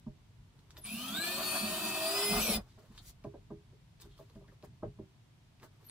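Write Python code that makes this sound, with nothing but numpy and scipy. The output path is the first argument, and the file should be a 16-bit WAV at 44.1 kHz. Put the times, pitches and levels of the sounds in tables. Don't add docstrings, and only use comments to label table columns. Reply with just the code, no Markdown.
import sys
import numpy as np
from scipy import signal
from scipy.fft import rfft, irfft
from scipy.io import wavfile
from scipy.ndimage import uniform_filter1d

SR = 44100
rng = np.random.default_rng(int(sys.argv[2]) if len(sys.argv) > 2 else 0)


def file_out(sig):
    cols = np.atleast_2d(sig).T
    lim = np.clip(cols, -1, 1)
    pcm = np.round(lim * 32767).astype(np.int16)
    wavfile.write(sys.argv[1], SR, pcm)


def field_ratio(decibels):
    return 10 ** (np.asarray(decibels, dtype=float) / 20)


N = 260537
TIME_S = np.arange(N) / SR

# t/s, goal speed/(turns/s), time constant/s
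SPEED_STAGES = [
    (.867, 297.5, .184),
    (1.122, 366.5, .09),
    (1.63, 371, .07),
    (2.041, 420.3, .135),
    (2.391, 497, .013),
    (2.428, 66, .586),
    (2.545, 419, .01),
]
START_S, THROUGH_S, BRAKE_S = .84, 2.407, 2.554
IDLE_TURNS_PER_S, CRUISE_TURNS_PER_S = 184, 370
# t/s, half length/s, hiss level/dB, load level/dB, boom level/dB
SHOVES = [(0.94, 0.092, 2, -4, 13), (1.14, 0.038, -2.5, 0, 8.5), (1.19, 0.006, -6, -22, 13),
          (1.239, 0.0047, 3.5, 3, -18), (1.283, 0.015, 0, 1.5, 1), (1.353, 0.022, 0, -3, 17.5),
          (1.405, 0.042, -2, 5.5, 9.5), (1.528, 0.11, 1.5, 0.5, 10), (1.562, 0.024, 0, 9, -5),
          (1.624, 0.076, -0.5, -2, 3), (1.808, 0.11, -0.5, 0, 4), (1.921, 0.021, -2, -2.5, 7.5),
          (2.188, 0.056, 1, 0, -30), (2.288, 0.042, 1, -4, -11.5), (2.354, 0.1, 1, 3.5, 23),
          (2.525, 0.064, 1, 3.5, 16.5)]
HISS_DB, HISS_PER_DECADE_DB, HISS_TOP_DB, HISS_DIES_DB_PER_S = -39.5, 22.5, -39, 984
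LOAD_DB, LOAD_PER_DECADE_DB, LOAD_DIES_DB_PER_S = -43, 29, 601
BITE_DB_PER_S, FREE_DB = 5.5, -6.5
BOOM_DB, BOOM_PER_DECADE_DB, BOOM_DIES_DB_PER_S, BOOM_WAVER_DB = -52.5, 25, 500, 5.5
# f/Hz, level/(dB per Hz)
GEAR_HISS = [(820, -58.5), (1400, -37), (1990, -26.5), (2160, -18), (2510, -0.5), (2720, -8.5), (3330, -7),
             (4540, -8), (5300, -12.5), (6080, -13.5), (7200, -10), (9470, -8.5), (12100, -11.5),
             (14300, -10.5), (15500, -16)]
# f/Hz, width/Hz, level over hiss/dB
CASING_MODES = [(2540, 40, -25), (14200, 1600, -18)]
# multiple of motor speed, level over hiss/dB, width/Hz
GEAR_ORDERS = [(2, -28, 8), (3.28, -25, 15), (7, -19, 4), (10, -31, 12), (12, -14, 10), (12.55, -12, 14),
               (24, -11, 50), (25.05, -11, 16), (36.55, -17, 25), (38, -18, 25), (39.1, -18, 25)]
# f/Hz, level/dB
CASING_RADIATION = [(2000, -4), (2400, 9), (2555, 12), (2610, 9.5), (2660, 5), (2750, 8), (3000, 9),
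                    (3300, 8), (3500, 12), (3900, 14), (4300, 5), (4450, 4), (4620, 1), (4950, 7),
                    (5180, 3), (5400, 5), (6000, 7), (7000, 5), (8200, 7), (8800, -4), (9150, 5), (9400, 1),
                    (9800, 6), (12000, 7), (13000, 4)]
# f/Hz, level over hiss/dB
SHAFT_HUM = [(180, -36), (205, -14), (225, -5), (250, -5), (280, -8), (350, -14), (375, -16), (392, -8),
             (408, -3), (490, -28)]
# f/Hz, level over hiss/dB
ARMATURE_WHINE = [(1000, -36), (1160, -26), (1230, -10), (1350, -11), (1620, -2), (1700, -3), (1800, -15),
                  (1860, -18), (2030, -12), (2100, -12), (2450, -9)]
# f/Hz, level/(dB per Hz)
GRIND_SPECTRUM = [(150, -23.5), (250, -2.5), (376, 1.5), (480, -11), (674, 7.5), (883, -2), (1190, 2),
                  (1380, 0.5), (2000, -10), (2600, -55), (4400, -120)]
# f/Hz, width/Hz, level over load/dB
PANEL_MODES = [(404.4, 9.9, -24), (688, 9, -10), (622, 220, -34), (1000, 150, -20), (1200, 99, -17.5)]
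# t/s, f/Hz, level/dB
BIT_CHATTER = [(1.08, 195, -13), (1.3, 266, -8), (1.45, 289, -4), (1.62, 296, -6), (1.73, 318, 0),
               (2.05, 322, 1.5), (2.2, 344, 0), (2.28, 348, -12), (2.4, 350, -30)]
# multiple of chatter, level over load/dB, width/Hz
FLUTE_ORDERS = [(1, -8, 5), (2, -3, 6), (3, -11, 8)]

# start t/s, end t/s, start f/Hz, end f/Hz, level/dB
SWITCH_STEPS = [(0.774, 0.802, 13370, 13050, -65), (0.805, 0.845, 10930, 10800, -65.5),
                (0.832, 0.889, 9100, 10060, -51.5), (0.882, 0.979, 10200, 10500, -56),
                (0.96, 1.25, 10380, 11630, -62.5), (5.843, 5.872, 12200, 13000, -69),
                (5.864, 5.874, 12100, 11800, -60), (5.886, 5.896, 10900, 9900, -62),
                (5.894, 5.916, 8800, 9590, -54), (5.883, 5.917, 4270, 4480, -71)]
# t/s, peak level/dB, bass level/dB, upper level/dB
KNOCKS = [(0.068, -53.5, 14.5, -1), (0.777, -62.5, -5, 1.5), (2.779, -64, 4, 1.5), (2.904, -64, 11.5, -25),
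          (3.247, -40.5, -6, -5.5), (3.341, -47, -19.5, -6.5), (3.507, -42, -2, -6), (3.725, -56, -41, -20),
          (4.054, -57, -8, -11), (4.195, -54, -20, -2), (4.358, -53, 3, -9.5), (4.412, -61, -22, -4),
          (4.481, -61, -6, -12), (4.632, -53, -15, -3), (4.83, -37, -11.5, -4), (4.991, -45.5, -3, -11),
          (5.633, -57, -13, -7)]
# f/Hz, level/dB, t60/s
WALL_MODES = [(139, -1, 0.19), (183.3, -7, 0.23), (214, 17.5, 0.061), (322.4, -0.5, 0.19), (405.8, 1, 0.22),
              (578.6, 7.5, 0.097), (625, 13.5, 0.073), (802, 1, 0.071), (950, 5, 0.052),
              (1042, 26.5, 0.014), (1194, 10, 0.027), (1570, -1, 0.041)]
# f/Hz, level/(dB per Hz)
THUD_SPECTRUM = [(60, -17), (200, 7), (600, -4), (1200, -22), (2200, -37), (4000, -50), (12000, -90)]
# t/s, peak level/dB, f/Hz, t60/s
CLINKS = [(2.663, -62, 717, 0.065), (2.777, -56, 660, 0.054), (2.829, -57, 549, 0.086),
          (2.979, -45, 3850, 0.035), (4.003, -70, 1870, .03), (4.02, -55, 3730, 0.04),
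          (4.112, -58.5, 3380, .04), (4.135, -64, 3330, .06), (4.153, -66, 3340, .05),
          (4.182, -65, 3370, .04), (4.189, -54.5, 1014, 0.062), (4.22, -65, 2620, .04),
          (4.295, -61, 974, 0.048), (4.302, -58, 410, 0.071), (4.31, -66, 1350, 0.035),
          (4.358, -62, 1640, .03), (4.417, -65, 590, 0.067), (4.441, -62, 1050, 0.079),
          (4.481, -58.5, 1690, 0.057), (4.517, -60, 1054, 0.054), (4.524, -55, 464, 0.058),
          (5.845, -66, 2180, 0.022)]
CLINK_PARTIALS = [(.84, .35), (.93, .55), (.975, .6), (1, .7), (1.045, .55), (1.13, .45), (1.24, .3)]
# t/s, peak level/dB, f/Hz, t60/s
TICKS = [(0.5916, -72, 3950, 0.033), (0.7072, -56.5, 6170, 0.015), (0.7701, -54, 3760, 0.014),
         (0.776, -66, 3530, 0.021), (2.9784, -54.5, 3900, 0.033), (3.2405, -64, 2200, 0.027),
         (4.001, -58.5, 4700, 0.017), (4.0202, -60.5, 5730, 0.022), (4.1788, -69, 3470, 0.032),
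         (4.2997, -69.5, 4070, 0.019), (4.353, -71, 3240, 0.025), (4.4805, -75, 3800, 0.028),
         (4.5194, -83, 2530, 0.03), (4.6264, -66, 2830, 0.02), (5.5993, -70, 2240, 0.029),
         (5.623, -69, 2240, 0.024), (5.631, -62, 2160, 0.023), (5.8446, -73, 2180, 0.021)]
# peak t/s, peak level/dB, rise/s, fall/s
SKIN_STROKES = [(.772, -49, 0.0098, 0.0097), (.86, -51, 0.038, .008), (2.62, -77, .01, .035),
                (2.68, -71.5, 0.033, 0.38), (2.972, -64, 0.062, 0.038), (4.008, -72, 0.041, 0.037),
                (4.05, -79, .05, 0.18), (4.116, -77, 0.049, 0.3), (4.482, -86, 0.025, 0.044),
                (4.624, -79, .035, .05), (5.638, -93, .045, .017), (5.843, -64, .002, 0.011),
                (5.91, -54, 0.031, .01)]
# f/Hz, level/(dB per Hz)
SKIN_SPECTRUM = [(700, -15), (1200, -3), (2500, -3.5), (3600, 2), (6000, -3), (10000, -9), (15500, -23)]
# peak t/s, peak level/dB, rise/s, fall/s
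DUST_SLIDES = [
    (3.056, -53, 0.063, 0.38),
    (4.006, -55, 0.0067, 0.032),
    (4.18, -70.5, .05, .25),
]
# f/Hz, level/(dB per Hz)
DUST_SPECTRUM = [(530, -22), (900, -27), (1100, -28), (1200, -20), (2220, -12.5), (2620, -17), (3970, -6.5),
                 (4270, -9), (15400, -7)]
# peak t/s, peak level/dB, rise/s, fall/s
RUSTLES = [(.626, -71, 0.35, 0.035), (.776, -61.5, 0.15, 0.094), (.858, -61, 0.048, .004),
           (2.6, -64.5, 0.0065, 0.19), (2.782, -65.5, 0.0079, 0.25), (2.91, -76.5, .03, 0.66),
           (3.08, -76, .03, 0.31), (4.0, -64.5, 0.0034, 0.23), (4.2, -79, 0.057, 0.36),
           (4.37, -78, 0.34, 0.12), (4.53, -68.5, 0.13, 0.02), (4.638, -59, .02, .04),
           (5.638, -50, 0.031, 0.029), (5.91, -61.5, 0.28, .01)]
# f/Hz, level/(dB per Hz)
RUSTLE_SPECTRUM = [(150, -0.5), (250, 1), (400, 4), (600, -9.5), (1000, -1.5), (1700, -11), (2500, -19.5)]

# f/Hz, t60/s
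ROOM_T60 = [(150, 0.138), (600, 0.12), (3000, 0.1), (12000, 0.055)]
# f/Hz, likeness
NEAR_LIKENESS = [(100, 0.98), (300, 1), (600, 0.89), (1200, 0.87), (2500, 0.63), (5000, 0.17),
                 (12000, 0.081)]
# f/Hz, left over right level/dB
PORT_LEAN = [(60, -6.5), (130, 0), (290, -3), (640, 1), (1410, 0), (3100, 1.5), (6820, -0.5), (15000, 6.5)]
# t/s, half length/s, deep level/dB, low level/dB
JOLTS = [(0.098, 0.021, -55, -81), (0.416, 0.08, -66, -80), (0.592, 0.025, -76, -56),
         (0.797, 0.11, -59, -80), (1.395, 0.037, -77, -55), (1.663, 0.11, -72, -57.5),
         (2.2, 0.043, -67, -80), (2.378, 0.068, -41, -50), (2.575, 0.061, -42.5, -48),
         (2.68, 0.068, -65, -83), (2.948, 0.076, -57, -78), (3.13, 0.15, -60.5, -80),
         (3.275, 0.027, -73, -45), (3.4, 0.12, -64, -58), (3.54, 0.048, -50, -51),
         (4.082, 0.12, -56.5, -66), (4.384, 0.056, -62, -57), (4.487, 0.06, -69, -61),
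         (4.7, 0.065, -91, -55.5), (4.87, 0.047, -55, -42.5), (5.014, 0.047, -65, -49)]
DEEP_DB, LOW_DB, LUMPY_DB, SETTLE_S, SETTLED_DB = -73, -61.5, 0.5, 5.08, -2.5
# f/Hz, level/(dB per Hz)
FLOOR_SPECTRUM = [(88, -32), (150, -5.5), (172, -20.5), (245, -11), (270, -14.5), (537, -24.5),
                  (641, -20.5), (827, -23.5), (913, -20.5), (1230, -25.5), (3540, -26.5), (10400, -38.5),
                  (16400, -47)]
# f/Hz, likeness
FLOOR_LIKENESS = [(60, -0.097), (180, 0.22), (550, 0.41), (1650, -0.019), (4970, -0.59), (15000, -0.36)]
FLOOR_DB = -69.5


def drill():
    t = np.arange(START_S, BRAKE_S + .065, 1 / SR)
    speed = motor_speed(t)
    hiss_db, load_db, boom_db = effort(t, speed)
    wander = 0.0014 + .007 * (t > THROUGH_S)
    speed = uniform_filter1d(speed, 600) * (1 + wander * drift(len(t), 60))
    tool = field_ratio(hiss_db + 2.5) * gears(t, speed)
    tool += field_ratio(load_db - 2.5) * grinding(t)
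    tool += field_ratio(boom_db) * panel_boom(t)
    out = np.zeros(N)
    add(out, t[0], tool * signal.windows.tukey(len(t), .015))
    return out


def motor_speed(t):
    speed = np.full(len(t), float(IDLE_TURNS_PER_S))
    for s, goal, lag_s in SPEED_STAGES:
        excess = np.interp(s, t, speed) - goal
        closing = goal + excess * np.exp(-np.maximum(t - s, 0) / lag_s)
        speed = np.where(t < s, speed, closing)
    return speed


def effort(t, speed):
    pace = np.log10(speed / CRUISE_TURNS_PER_S)
    slow = np.minimum(pace, 0)
    braked_s = np.maximum(t - BRAKE_S, 0)
    hiss_db, load_db, boom_db = sum(np.outer(db, hump(t, s, half_s)) for s, half_s, *db in SHOVES)
    hiss_db = hiss_db + np.minimum(HISS_DB + HISS_PER_DECADE_DB * pace, HISS_TOP_DB)
    hiss_db = hiss_db - HISS_DIES_DB_PER_S * braked_s
    free = .5 + .5 * np.tanh((t - THROUGH_S) / 0.019)
    load_db = load_db + LOAD_DB + LOAD_PER_DECADE_DB * slow
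    load_db = load_db + BITE_DB_PER_S * (t - 1.7) + FREE_DB * free
    load_db = load_db - LOAD_DIES_DB_PER_S * np.maximum(braked_s - .022, 0)
    boom_db = boom_db + BOOM_DB + BOOM_PER_DECADE_DB * slow + BOOM_WAVER_DB * drift(len(t), 23)
    boom_db = boom_db - BOOM_DIES_DB_PER_S * np.maximum(braked_s - .03, 0)
    return hiss_db, load_db, boom_db


def gears(t, speed):
    turns = np.cumsum(speed) / SR
    throb = 1 + 0.13 * np.cos(2 * np.pi * .57 * turns)
    air = rng.standard_normal(len(t)) * throb * field_ratio(.9 * drift(len(t), 25))
    out = streaked(coloured(air, GEAR_HISS[:-1]), speed)
    for hz, width_hz, db in CASING_MODES:
        out += field_ratio(db + drift(len(t), 7)) * evened(resonate(air, hz, width_hz))
    pace_db = np.minimum(1.6 * np.log10(speed / 380), 0)
    for k, db, width_hz in GEAR_ORDERS:
        hz = k * speed
        level_db = db + read(CASING_RADIATION, hz) + k * k / 12 * pace_db
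        if k == 7:
            level_db = level_db - np.clip(hz / 15 - 175, 0, 9)
        out += field_ratio(level_db) * order(hz, width_hz, steady=.75, waver_db=1.5)
    hum_db = read(SHAFT_HUM, speed) - 9 * (t > THROUGH_S)
    out += field_ratio(hum_db) * order(speed, 6, steady=.88, waver_db=1.4)
    whine_hz = 5 * speed
    out += field_ratio(read(ARMATURE_WHINE, whine_hz)) * order(whine_hz, 7, steady=.88, waver_db=1.4)
    return out


def streaked(x, speed, streak_db=3.0, valley_db=-12):
    hz, t, z = signal.stft(x, SR, nperseg=1024)
    streaks = uniform_filter1d(rng.standard_normal(z.shape), size=8, axis=1)
    streaks = evened(uniform_filter1d(streaks, 2, 0))
    slow = 1 - np.interp(t, np.arange(len(x)) / SR, speed) / 420
    valley = np.exp(-(np.log(hz / 6500 + 1e-9) / 1.2) ** 2)[:, None] * slow * valley_db
    return evened(signal.istft(z * field_ratio(streak_db * streaks + valley), SR, nperseg=1024)[1][:len(x)])


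def grinding(t):
    grit = rng.standard_normal(len(t)) * field_ratio(0.44 * drift(len(t), 25))
    out = evened(coloured(grit, GRIND_SPECTRUM))
    for hz, width_hz, db in PANEL_MODES:
        out += field_ratio(db) * evened(resonate(grit, hz, width_hz))
    at_s, hz, db = np.transpose(BIT_CHATTER)
    chatter_hz, chatter_db = np.interp(t, at_s, hz), np.interp(t, at_s, db)
    for k, db, width_hz in FLUTE_ORDERS:
        out += field_ratio(db + chatter_db) * order(k * chatter_hz, width_hz, steady=0.8)
    return out


def panel_boom(t):
    thrust = rng.standard_normal(len(t))
    upper = 0.054 + .5 * (t > THROUGH_S)
    return evened(resonate(thrust, 210, 38.7)) + upper * evened(resonate(thrust, 476, 344))


def switch():
    out = np.zeros(N)
    for start_s, end_s, from_hz, to_hz, db in SWITCH_STEPS:
        hz = np.linspace(from_hz, to_hz, int((end_s - start_s) * SR))
        fuzz = evened(resonate(rng.standard_normal(len(hz)), hz, 240))
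        tone = np.sqrt(2) * np.sin(2 * np.pi * np.cumsum(hz) / SR) + 2.34 * fuzz
        add(out, start_s, field_ratio(db) * tone * signal.windows.tukey(len(hz), .3))
    return out


def knocks():
    out, t = np.zeros(N), TIME_S[:SR // 3]
    swell = 1 - np.exp(-(t / .0105) ** 2)
    for s, peak_db, bass_db, upper_db in KNOCKS:
        tilt = [(200, bass_db), (400, 0.019), (600, upper_db)]
        ring = np.zeros(len(t))
        for hz, mode_db, t60_s in WALL_MODES:
            detune, phase = 1 + 0.027 * rng.standard_normal(), 2 * np.pi * rng.random()
            spot_db = 1.8 * rng.standard_normal()
            level_db = mode_db + spot_db + read(tilt, hz) - 60 * t / t60_s
            ring += field_ratio(level_db) * np.sin(2 * np.pi * hz * detune * t + phase)
        thud = coloured(coloured(rng.standard_normal(len(t)), THUD_SPECTRUM), tilt)
        thud = evened(thud) * field_ratio(7.0 - 60 * t / 0.096)
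        add(out, s - .005, field_ratio(peak_db) * (ring + thud) * swell)
    return out


def clinks():
    out, t = np.zeros(N), TIME_S[:4000]
    for s, db, hz, t60_s in CLINKS:
        ring = sum(g * np.sin(2 * np.pi * k * hz * t + 40 * k) for k, g in CLINK_PARTIALS)
        decay = field_ratio(db - 60 * t / max(t60_s, .01))
        add(out, s - .001, decay * ring * np.minimum(t / 0.0028, 1))
    return out


def ticks():
    out, t = np.zeros(N), TIME_S[:4000]
    for s, db, hz, t60_s in TICKS:
        noise = rng.standard_normal(4000)
        snap = evened(coloured(noise, SKIN_SPECTRUM)) + .5 * evened(resonate(noise, hz, 1200))
        decay = field_ratio(db + 8 - 60 * t / max(t60_s, .01))
        add(out, s - .001, decay * snap * np.minimum(t / .0004, 1))
    return out


def brushes():
    skin = rubbing(SKIN_STROKES, SKIN_SPECTRUM, grain_db=4.0, grains_per_s=1200)
    dust = rubbing(DUST_SLIDES, DUST_SPECTRUM[:-1], grain_db=-5.0, grains_per_s=170)
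    dust *= field_ratio(-900 * np.maximum(TIME_S - 3.1, 0) * (TIME_S < 3.9))
    return skin + dust + rubbing(RUSTLES, RUSTLE_SPECTRUM, grain_db=5.5, grains_per_s=60)


def rubbing(strokes, colour, grain_db, grains_per_s):
    level = np.zeros(N)
    for s, db, rise_s, fall_s in strokes:
        before, after = (s - TIME_S) / max(rise_s, .002), (TIME_S - s) / max(fall_s, .002)
        level += field_ratio(db - 20 * np.maximum(before, after))
    grains = rng.standard_normal(N) * field_ratio(grain_db * drift(N, grains_per_s))
    return level * evened(coloured(grains, colour))


def room(x):
    taps = np.zeros((2, SR // 2))
    at = np.arange(200, SR // 2 - 20, 20) + rng.integers(0, 20, (2, (SR // 2 - 201) // 20))
    np.put_along_axis(taps, at, rng.choice([-1., 1.], at.shape), 1)
    hz, t, z = signal.stft(taps, SR, nperseg=256)
    decay = field_ratio(-60 * t / read(ROOM_T60, hz)[:, None])
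    tail = signal.istft(z * decay, SR, nperseg=256)[1]
    return signal.fftconvolve(x[None], tail / np.linalg.norm(tail[0]), axes=1)[:, :N]


def ports(direct, loose, likeness, lag_s):
    hz = np.fft.rfftfreq(N, 1 / SR)
    share = np.clip(read(likeness, hz), 0, 1)
    turn = np.exp(1j * np.pi * hz * lag_s * np.array([[-1], [1]]))
    return irfft(np.sqrt(share) * rfft(direct) * turn + np.sqrt(1 - share) * rfft(loose), N)


def rumble():
    a, b, c = coloured(rng.standard_normal((3, N)), [(14, -46.0), (34, -16.0)])
    deep = evened(resonate(a, 45.0, 40))
    side = 0.114 * evened(resonate(c, 90, 65)) * np.array([[1], [-1]])
    low = evened(resonate(b, 117.6, 79)) + side
    deep_jolt, low_jolt = sum(np.outer(field_ratio([deep_db, low_db]), hump(TIME_S, s, half_s))
                              for s, half_s, deep_db, low_db in JOLTS)
    settled = .5 + .5 * np.tanh((TIME_S - SETTLE_S) / 0.031)
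    quiet = field_ratio(LUMPY_DB * drift(N, 7.5) + SETTLED_DB * settled)
    return deep * (deep_jolt + field_ratio(DEEP_DB) * quiet) + low * np.hypot(low_jolt, field_ratio(LOW_DB) * quiet)


def background():
    air = coloured(rng.standard_normal((3, N)), FLOOR_SPECTRUM)
    return field_ratio(FLOOR_DB) * evened(ports(air[0], air[1:], FLOOR_LIKENESS, lag_s=0))


def evened(x):
    return x / np.sqrt(np.mean(x ** 2) + 1e-20)


def read(points, hz):
    f, value = np.transpose(points)
    return np.interp(np.log(hz + 1), np.log(f + 1), value)


def add(mix, s, sound):
    part = mix[round(s * SR):][:len(sound)]
    part += sound[:len(part)]


def coloured(x, points):
    gain = field_ratio(read(points, np.fft.rfftfreq(x.shape[-1], 1 / SR)))
    return irfft(rfft(x) * gain, x.shape[-1])


def resonate(x, hz, width_hz):
    turn = np.exp(2j * np.pi * np.cumsum(hz * np.ones(len(x))) / SR)
    r = np.exp(-np.pi * width_hz / SR)
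    return 2 * (turn * signal.lfilter([(1 - r) ** 2], [1, -2 * r, r * r], x / turn)).real


def drift(n, per_s):
    knots = rng.standard_normal(n // 50)[:int(n / SR * per_s) + 3]
    return np.interp(np.linspace(0, len(knots) - 1, n), np.arange(len(knots)), knots)


def order(hz, width_hz, steady=.7, waver_db=3.5):
    line = np.sqrt(2) * np.cos(2 * np.pi * (np.cumsum(hz) / SR + rng.random()))
    fuzz = evened(resonate(rng.standard_normal(len(hz)), hz, width_hz))
    return field_ratio(waver_db * drift(len(hz), 15)) * (steady * line + (1 - steady) * fuzz)


def hump(t, s, half_s):
    return np.exp(-2 * ((t - s) / half_s) ** 2)


def scene():
    tool = drill()
    crisp = switch() + ticks()
    near = tool + knocks() + .55 * crisp + brushes() + clinks()
    sway = 2 * np.pi * 0.3483 * TIME_S
    echoes = room(near * np.cos(sway)) + room(near * np.sin(sway))
    pair = ports(near, echoes, NEAR_LIKENESS, lag_s=.00005)
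    pair = pair + .7 * np.array([np.roll(crisp, 3), crisp])
    lean_db = .5 * read(PORT_LEAN, np.fft.rfftfreq(N, 1 / SR)) * np.array([[1], [-1]])
    return irfft(rfft(pair) * field_ratio(lean_db), N) + background() + rumble()


def low_pass(x):
    return signal.sosfilt(signal.butter(12, 16500, fs=SR, output="sos"), x)


def record(dry):
    edge = signal.firwin(301, 15680, window=("kaiser", 9), fs=SR)
    mix = signal.oaconvolve(dry, edge[None], "same")
    return low_pass(mix)


dry = scene()
out = record(dry)
file_out(out)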